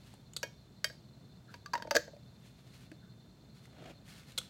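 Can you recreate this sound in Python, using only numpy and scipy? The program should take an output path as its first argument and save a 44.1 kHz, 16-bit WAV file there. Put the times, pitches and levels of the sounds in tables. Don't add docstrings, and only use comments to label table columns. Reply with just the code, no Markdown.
import sys
import numpy as np
from scipy import signal
from scipy.fft import rfft, irfft, next_fast_len
from scipy.io import wavfile
from scipy.ndimage import map_coordinates

SR = 44100
rng = np.random.default_rng(int(sys.argv[2]) if len(sys.argv) > 2 else 0)


def pcm_store(signal):
    levels = np.round(np.clip(np.atleast_2d(signal), -1, 1) * 32767)
    wavfile.write(sys.argv[1], SR, levels.astype(np.int16).T)


N = 198224
SCENE_T_S = np.arange(N) / SR
HIT_T_S = np.arange(SR // 3) / SR

# f/Hz, t60/s
ROOM_DECAY = [(150, 0.53), (600, 0.19), (2000, 0.27), (5000, 0.36), (9000, 0.27), (16000, 0.23)]
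# f/Hz, level/dB
DUCT_SPECTRUM = [(15, -85), (25, -104), (48, -9), (91, -10.5), (124, -3.5), (210, -8.5), (310, -18.5),
                 (425, -21), (509, -25), (574, -30.5), (730, -36.5), (900, -34), (1170, -82), (1980, -120)]
HISS_SPECTRUM = [(300, -25), (900, 7.5), (1400, 2), (2200, -2.5), (3000, -2), (4500, -2), (7500, -4.5),
                 (9000, -11), (16000, -12)]
# f/Hz, width/Hz, level/dB, flutter/dB
WHINE_BANDS = [(3580, 87, -77.5, -1.5), (4197, 480, -74, 4.5)]

# t/s, length/s, level/dB
RUB_STROKES = [(-.05, 0.34, -65.5), (1.485, .11, -64.5), (2.425, 0.1, -69), (2.666, 0.28, -66.5),
               (3.516, 0.26, -67.5), (4.036, 0.23, -57.5), (4.197, 0.45, -64)]
RIM_GRAZES = [(1.465, 0.092, -60.5), (3.01, 0.12, -68.5)]
# f/Hz, level/dB
RUB_SPECTRUM = [(240, -33), (400, -26), (1040, -4), (1820, -1), (2120, -1), (4110, -1.5), (4650, -4),
                (12300, -14), (16000, -21)]
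DRAG_SPECTRUM = [(250, 0.5), (400, -2), (520, -0.5), (660, 2), (780, -4.5), (950, -14.5), (1300, -11),
                 (3000, -18), (8000, -57)]
SCRAPE_SPECTRUM = [(700, -25), (1200, -39), (1800, -5.5), (2900, -0.5), (4200, -5), (5000, -6.5),
                   (7500, -11), (9000, -16), (16000, -23)]
# t/s, speed/dB
SLIDE_SPEED = [(3.62, -17), (3.70, -12), (3.77, -4.5), (3.86, 0), (3.91, 4.5), (3.935, -9), (3.97, -14.5)]
# f/Hz, width/Hz
SCRAPE_BANDS = [(1500, 110), (2400, 140), (2760, 64), (3290, 100)]

# t/s, slip level/dB, f/Hz, slip count
GRIP_SNAPS = [(0.139, -49, 760, 1), (0.3348, -46, 6740, 1), (0.3642, -32, 4030, 3), (2.916, -54, 2530, 1),
              (3.655, -51, 2390, 1), (4.08, -54, 1860, 1), (4.234, -53.5, 2300, 1), (4.32, -50.5, 4400, 1),
              (4.378, -26.5, 4030, 4), (4.415, -48, 1430, 1)]
# f/Hz, level/dB
FIZZ_SPECTRUM = [(300, -8), (1200, -11.5), (2000, -8), (2900, 5.5), (4200, -4), (5700, -3.5), (8000, 2.5),
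                 (10500, -8), (13000, -8.5), (16000, -25)]
# f/Hz, level/dB, base t60/s
SNAP_MODES = [(3740, -27, 0.046), (4050, -3, 0.047), (8200, -13, 0.16)]
THUD_MODES = [(503, -4.5, 0.081), (1094, -7, 0.048), (1444, 5.5, 0.013)]

# t/s, strike/dB, favoured lid f/Hz, jar knock/dB, air/dB
RIM_CONTACTS = [(0.4303, -31, 2650, -37, -40.5), (0.8433, -25.5, 3400, -41, -50),
                (0.899, -53, 1700, -48.5, -71), (1.541, -44.5, 2720, -52, -47),
                (1.660, -44, 5000, -69, -42), (1.7342, -36.5, 4400, -46, -30),
                (1.7379, -32.5, 1970, -39, -24.5), (1.7534, -37.5, 2680, -37.5, -25.5),
                (1.7773, -44, 4100, -45.5, -43), (1.7992, -55, 1500, -51, -45.5),
                (1.8229, -39, 1610, -47, -42.5), (1.8481, -65, 1800, -37, -48.5),
                (1.8723, -51.5, 2220, -37, -43.5), (1.9096, -26.5, 5110, -59, -27.5),
                (1.9130, -31, 1750, -36, -22), (1.9465, -38.5, 3540, -23, -33.5),
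                (1.9520, -24.5, 6300, -42, -35), (1.9585, -28, 4800, -21, -19),
                (1.9649, -20, 6360, -23.5, -27.5), (1.9672, -28, 1620, -49, -27.5),
                (2.079, -57.5, 1720, -44, -41), (2.134, -73, 1700, -47.5, -43.5),
                (2.165, -60.5, 2380, -66, -49), (2.916, -51, 800, -53, -41.5)]
# f/Hz, level/dB, base t60/s
LID_MODES = [(1493, -18.5, 0.1), (1649, 1, 0.062), (1820, -54, .045), (1850, -1.5, 0.03), (2237, -17, 0.13),
             (2445, -12.5, 0.098), (2850, -10, 0.027), (3158, -19.5, 0.14), (3710, -15, 0.086),
             (4620, -5, 0.079), (4647, -4.5, 0.04), (5070, -18, 0.1), (6066, -18, 0.089),
             (6450, -18, 0.048), (7860, -9, 0.054), (9980, -16, 0.068), (12800, -16, 0.08)]
JAR_MODES = [(325, -12, 0.078), (437, -8, 0.061), (501, 4, 0.036), (552, 0.5, 0.043), (618, -3, 0.073),
             (687, -10, 0.1), (877, -17, 0.092)]
# f/Hz, level/dB
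CRACK_SPECTRUM = [(200, 0), (850, -8), (1250, 4), (1700, 3), (3200, -6.5), (4100, -2.5), (4800, 1),
                  (6400, -1.5), (7700, -15), (9200, -27.5), (10500, -20), (15500, -19)]
# t/s, f/Hz
GAP_PITCH = [(1.54, 955), (1.66, 1175), (1.734, 1040), (1.738, 942), (1.91, 890), (1.913, 570),
             (1.955, 640), (1.968, 480), (2.15, 585), (2.916, 311)]
# t/s, t60 factor
GRIP_DAMPING = [(.43, 1.08), (.84, 0.79), (1.66, 0.43), (1.95, 0.43)]

RING_ATTACK_S, MID_HZ = 0.0007, 3000


def amp(db):
    return 10 ** (np.asarray(db) / 20)


def unit(x):
    return x / np.sqrt(np.mean(x ** 2) + 1e-20)


def at_hz(points, hz):
    knots_hz, values = np.transpose(points)
    return np.interp(np.log(hz + 1), np.log(knots_hz + 1), values)


def peak(hz, centre_hz, width_hz):
    return 1 / (1 + (2 * (hz - centre_hz) / width_hz) ** 2)


def filtered(x, response):
    size = next_fast_len(len(x) + SR // 4)
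    return irfft(rfft(x, size) * response(np.fft.rfftfreq(size, 1 / SR)), size)[:len(x)]


def noise(spectrum, size=N):
    return unit(filtered(rng.standard_normal(size), lambda hz: amp(at_hz(spectrum, hz))))


def noise_band(centre_hz, width_hz):
    return filtered(rng.standard_normal(N), lambda hz: peak(hz, centre_hz, width_hz))


def wobble(rate_hz):
    return map_coordinates(rng.standard_normal(int(N * rate_hz / SR) + 4), [SCENE_T_S * rate_hz])


def fade(t60_s, attack_s):
    return np.exp(-np.log(1000) * HIT_T_S / t60_s) * (1 - np.exp(-HIT_T_S / attack_s))


def ping(hz, t60_s, attack_s=RING_ATTACK_S):
    return fade(t60_s, attack_s) * np.sin(2 * np.pi * hz * HIT_T_S)


def ring(modes, t60_factor, scatter_db, attack_s=RING_ATTACK_S):
    return sum((-1) ** k * amp(db + scatter_db * rng.normal()) * ping(hz, t60_s * t60_factor, attack_s)
               for k, (hz, db, t60_s) in enumerate(modes))


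def stroke_gain(strokes):
    return sum(amp(db) * np.interp((SCENE_T_S - start_s) / length_s, [0, 0.35, 1], [0, 1, 0])
               for start_s, length_s, db in strokes)


def add(track, t_s, sound):
    rest = track[round(t_s * SR):][:len(sound)]
    rest += sound[:len(rest)]


def background():
    rumble = amp(-57.5) * noise(DUCT_SPECTRUM)
    hum = amp(-64.5 + 0.61 * wobble(4.4)) * np.sin(2 * np.pi * 120 * SCENE_T_S)
    whine = sum(amp(db) * unit(noise_band(hz, width_hz) * amp(flutter_db * np.tanh(2 * wobble(55))))
                for hz, width_hz, db, flutter_db in WHINE_BANDS)
    hiss = amp(-72.5) * noise(HISS_SPECTRUM)
    return rumble + hum + whine + hiss


def room(x, early_db, tail_db, echo_db, echo_s):
    hz, t_s, bins = signal.stft(rng.standard_normal(SR // 2), SR, nperseg=256)
    decay = np.exp(-np.log(1000) * t_s / at_hz(ROOM_DECAY, hz)[:, None])
    tail = signal.istft(bins * decay, SR, nperseg=256)[1]
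    response = amp(tail_db) * tail / np.linalg.norm(tail)
    scatter = rng.standard_normal(len(HIT_T_S)) * fade(t60_s=0.082, attack_s=0.00031)
    scatter /= np.linalg.norm(scatter)
    add(response, 0, amp(early_db) * scatter)
    add(response, echo_s, amp(echo_db) * scatter)
    return signal.fftconvolve(x, response)[:N]


def table_boom():
    out = np.zeros(N)
    for t_s, _, _, knock_db, _ in RIM_CONTACTS:
        add(out, t_s, amp(knock_db - 34) * ping(hz=71, t60_s=0.6, attack_s=0.005))
    return out


def rubbing():
    palm_gain = amp(-71) * np.interp(SCENE_T_S, [2.1, 2.575, 3.05], [0, 1, 0])
    grain = amp(3.4 * wobble(29.9) + 1.6 * wobble(420))
    graze = stroke_gain(RIM_GRAZES) * unit(grain * noise_band(centre_hz=1500, width_hz=330))
    rub = (stroke_gain(RUB_STROKES) + palm_gain) * unit(grain * noise(RUB_SPECTRUM))
    return rub + graze


def jar_slide():
    speed_db = np.interp(SCENE_T_S, *np.transpose(SLIDE_SPEED))
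    stick_slip = amp(2.5 * wobble(160))
    drag = amp(-53.5 + speed_db) * unit(stick_slip * noise(DRAG_SPECTRUM))
    hollow = filtered(noise(SCRAPE_SPECTRUM),
                      lambda hz: 1 + amp(5.5) * sum(peak(hz, *band) for band in SCRAPE_BANDS))
    scrape = amp(-63 + 1.46 * speed_db) * unit(stick_slip * hollow)
    return drag + scrape


def grip_snaps(gap_s=0.0026, jitter_s=0.00015, spread_oct=0.13, scatter_db=1.5):
    out = np.zeros(N)
    for t_s, db, hz, count in GRIP_SNAPS:
        for k in range(round(count)):
            slip_hz = hz * 2 ** (spread_oct * rng.normal())
            tick = amp(3.5) * ping(slip_hz, t60_s=0.011, attack_s=0.000088)
            fizz = amp(-3.5) * noise(FIZZ_SPECTRUM, len(HIT_T_S)) * fade(t60_s=0.017, attack_s=0.00058)
            ringing = amp(-23) * ring(SNAP_MODES, t60_factor=1, scatter_db=0)
            thud = amp(-19) * ring(THUD_MODES, t60_factor=0.89, scatter_db=1.5)
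            slip_s = t_s + k * gap_s + jitter_s * rng.normal()
            add(out, slip_s, amp(db + scatter_db * rng.normal()) * (tick + fizz + ringing + thud))
    return out


def rim_crack(strike_db, favoured_hz, looseness, firm_db=-25):
    tilt_db_per_oct = -3 + 0.05 * (strike_db - firm_db)
    tilt_db_per_oct += 1.26 * np.log2(favoured_hz / MID_HZ) + 7 * looseness
    spectrum = [(hz, db + tilt_db_per_oct * np.log2(hz)) for hz, db in CRACK_SPECTRUM]
    return amp(strike_db) * noise(spectrum, len(HIT_T_S)) * fade(t60_s=0.022, attack_s=0.000043)


def struck_lid_modes(favoured_hz, boost_db=11.5, width_oct=0.17, damping_hz=11100):
    modes = []
    for hz, db, t60_s in LID_MODES:
        detuned_hz = hz * (1 + 0.008 * hz / MID_HZ * rng.normal())
        favour = np.exp(-(np.log2(hz / favoured_hz) / width_oct) ** 2)
        modes.append((detuned_hz, db + boost_db * favour, t60_s / (1 + (hz / damping_hz) ** 2)))
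    return modes


def lid_on_jar():
    out = np.zeros(N)
    for t_s, strike_db, favoured_hz, knock_db, air_db in RIM_CONTACTS:
        looseness = np.interp(t_s, *np.transpose(GRIP_DAMPING))
        air_hz = np.interp(t_s, *np.transpose(GAP_PITCH))
        metal = amp(strike_db - 2.5) * ring(struck_lid_modes(favoured_hz), looseness, scatter_db=4)
        crack = rim_crack(strike_db, favoured_hz, looseness)
        glass = amp(knock_db) * ring(JAR_MODES, t60_factor=1.14 * np.sqrt(looseness),
                                     scatter_db=3, attack_s=2 * RING_ATTACK_S)
        air = amp(air_db) * ping(air_hz, t60_s=0.066)
        add(out, t_s, metal + crack + glass + air)
    return out


def scene():
    bass_cut = signal.butter(2, 230, "highpass", fs=SR, output="sos")
    near = signal.sosfilt(bass_cut, lid_on_jar() + grip_snaps() + jar_slide()) + table_boom() + rubbing()
    reflections = room(near, early_db=-13.5, tail_db=-14.5, echo_db=-35.5, echo_s=0.076)
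    return (near + reflections + background())[None]


def record(dry):
    top_hz = 16100
    return np.array([filtered(channel, lambda hz: 1 / (1 + (hz / top_hz) ** 160)) for channel in dry])


dry = scene()
out = record(dry)
pcm_store(out)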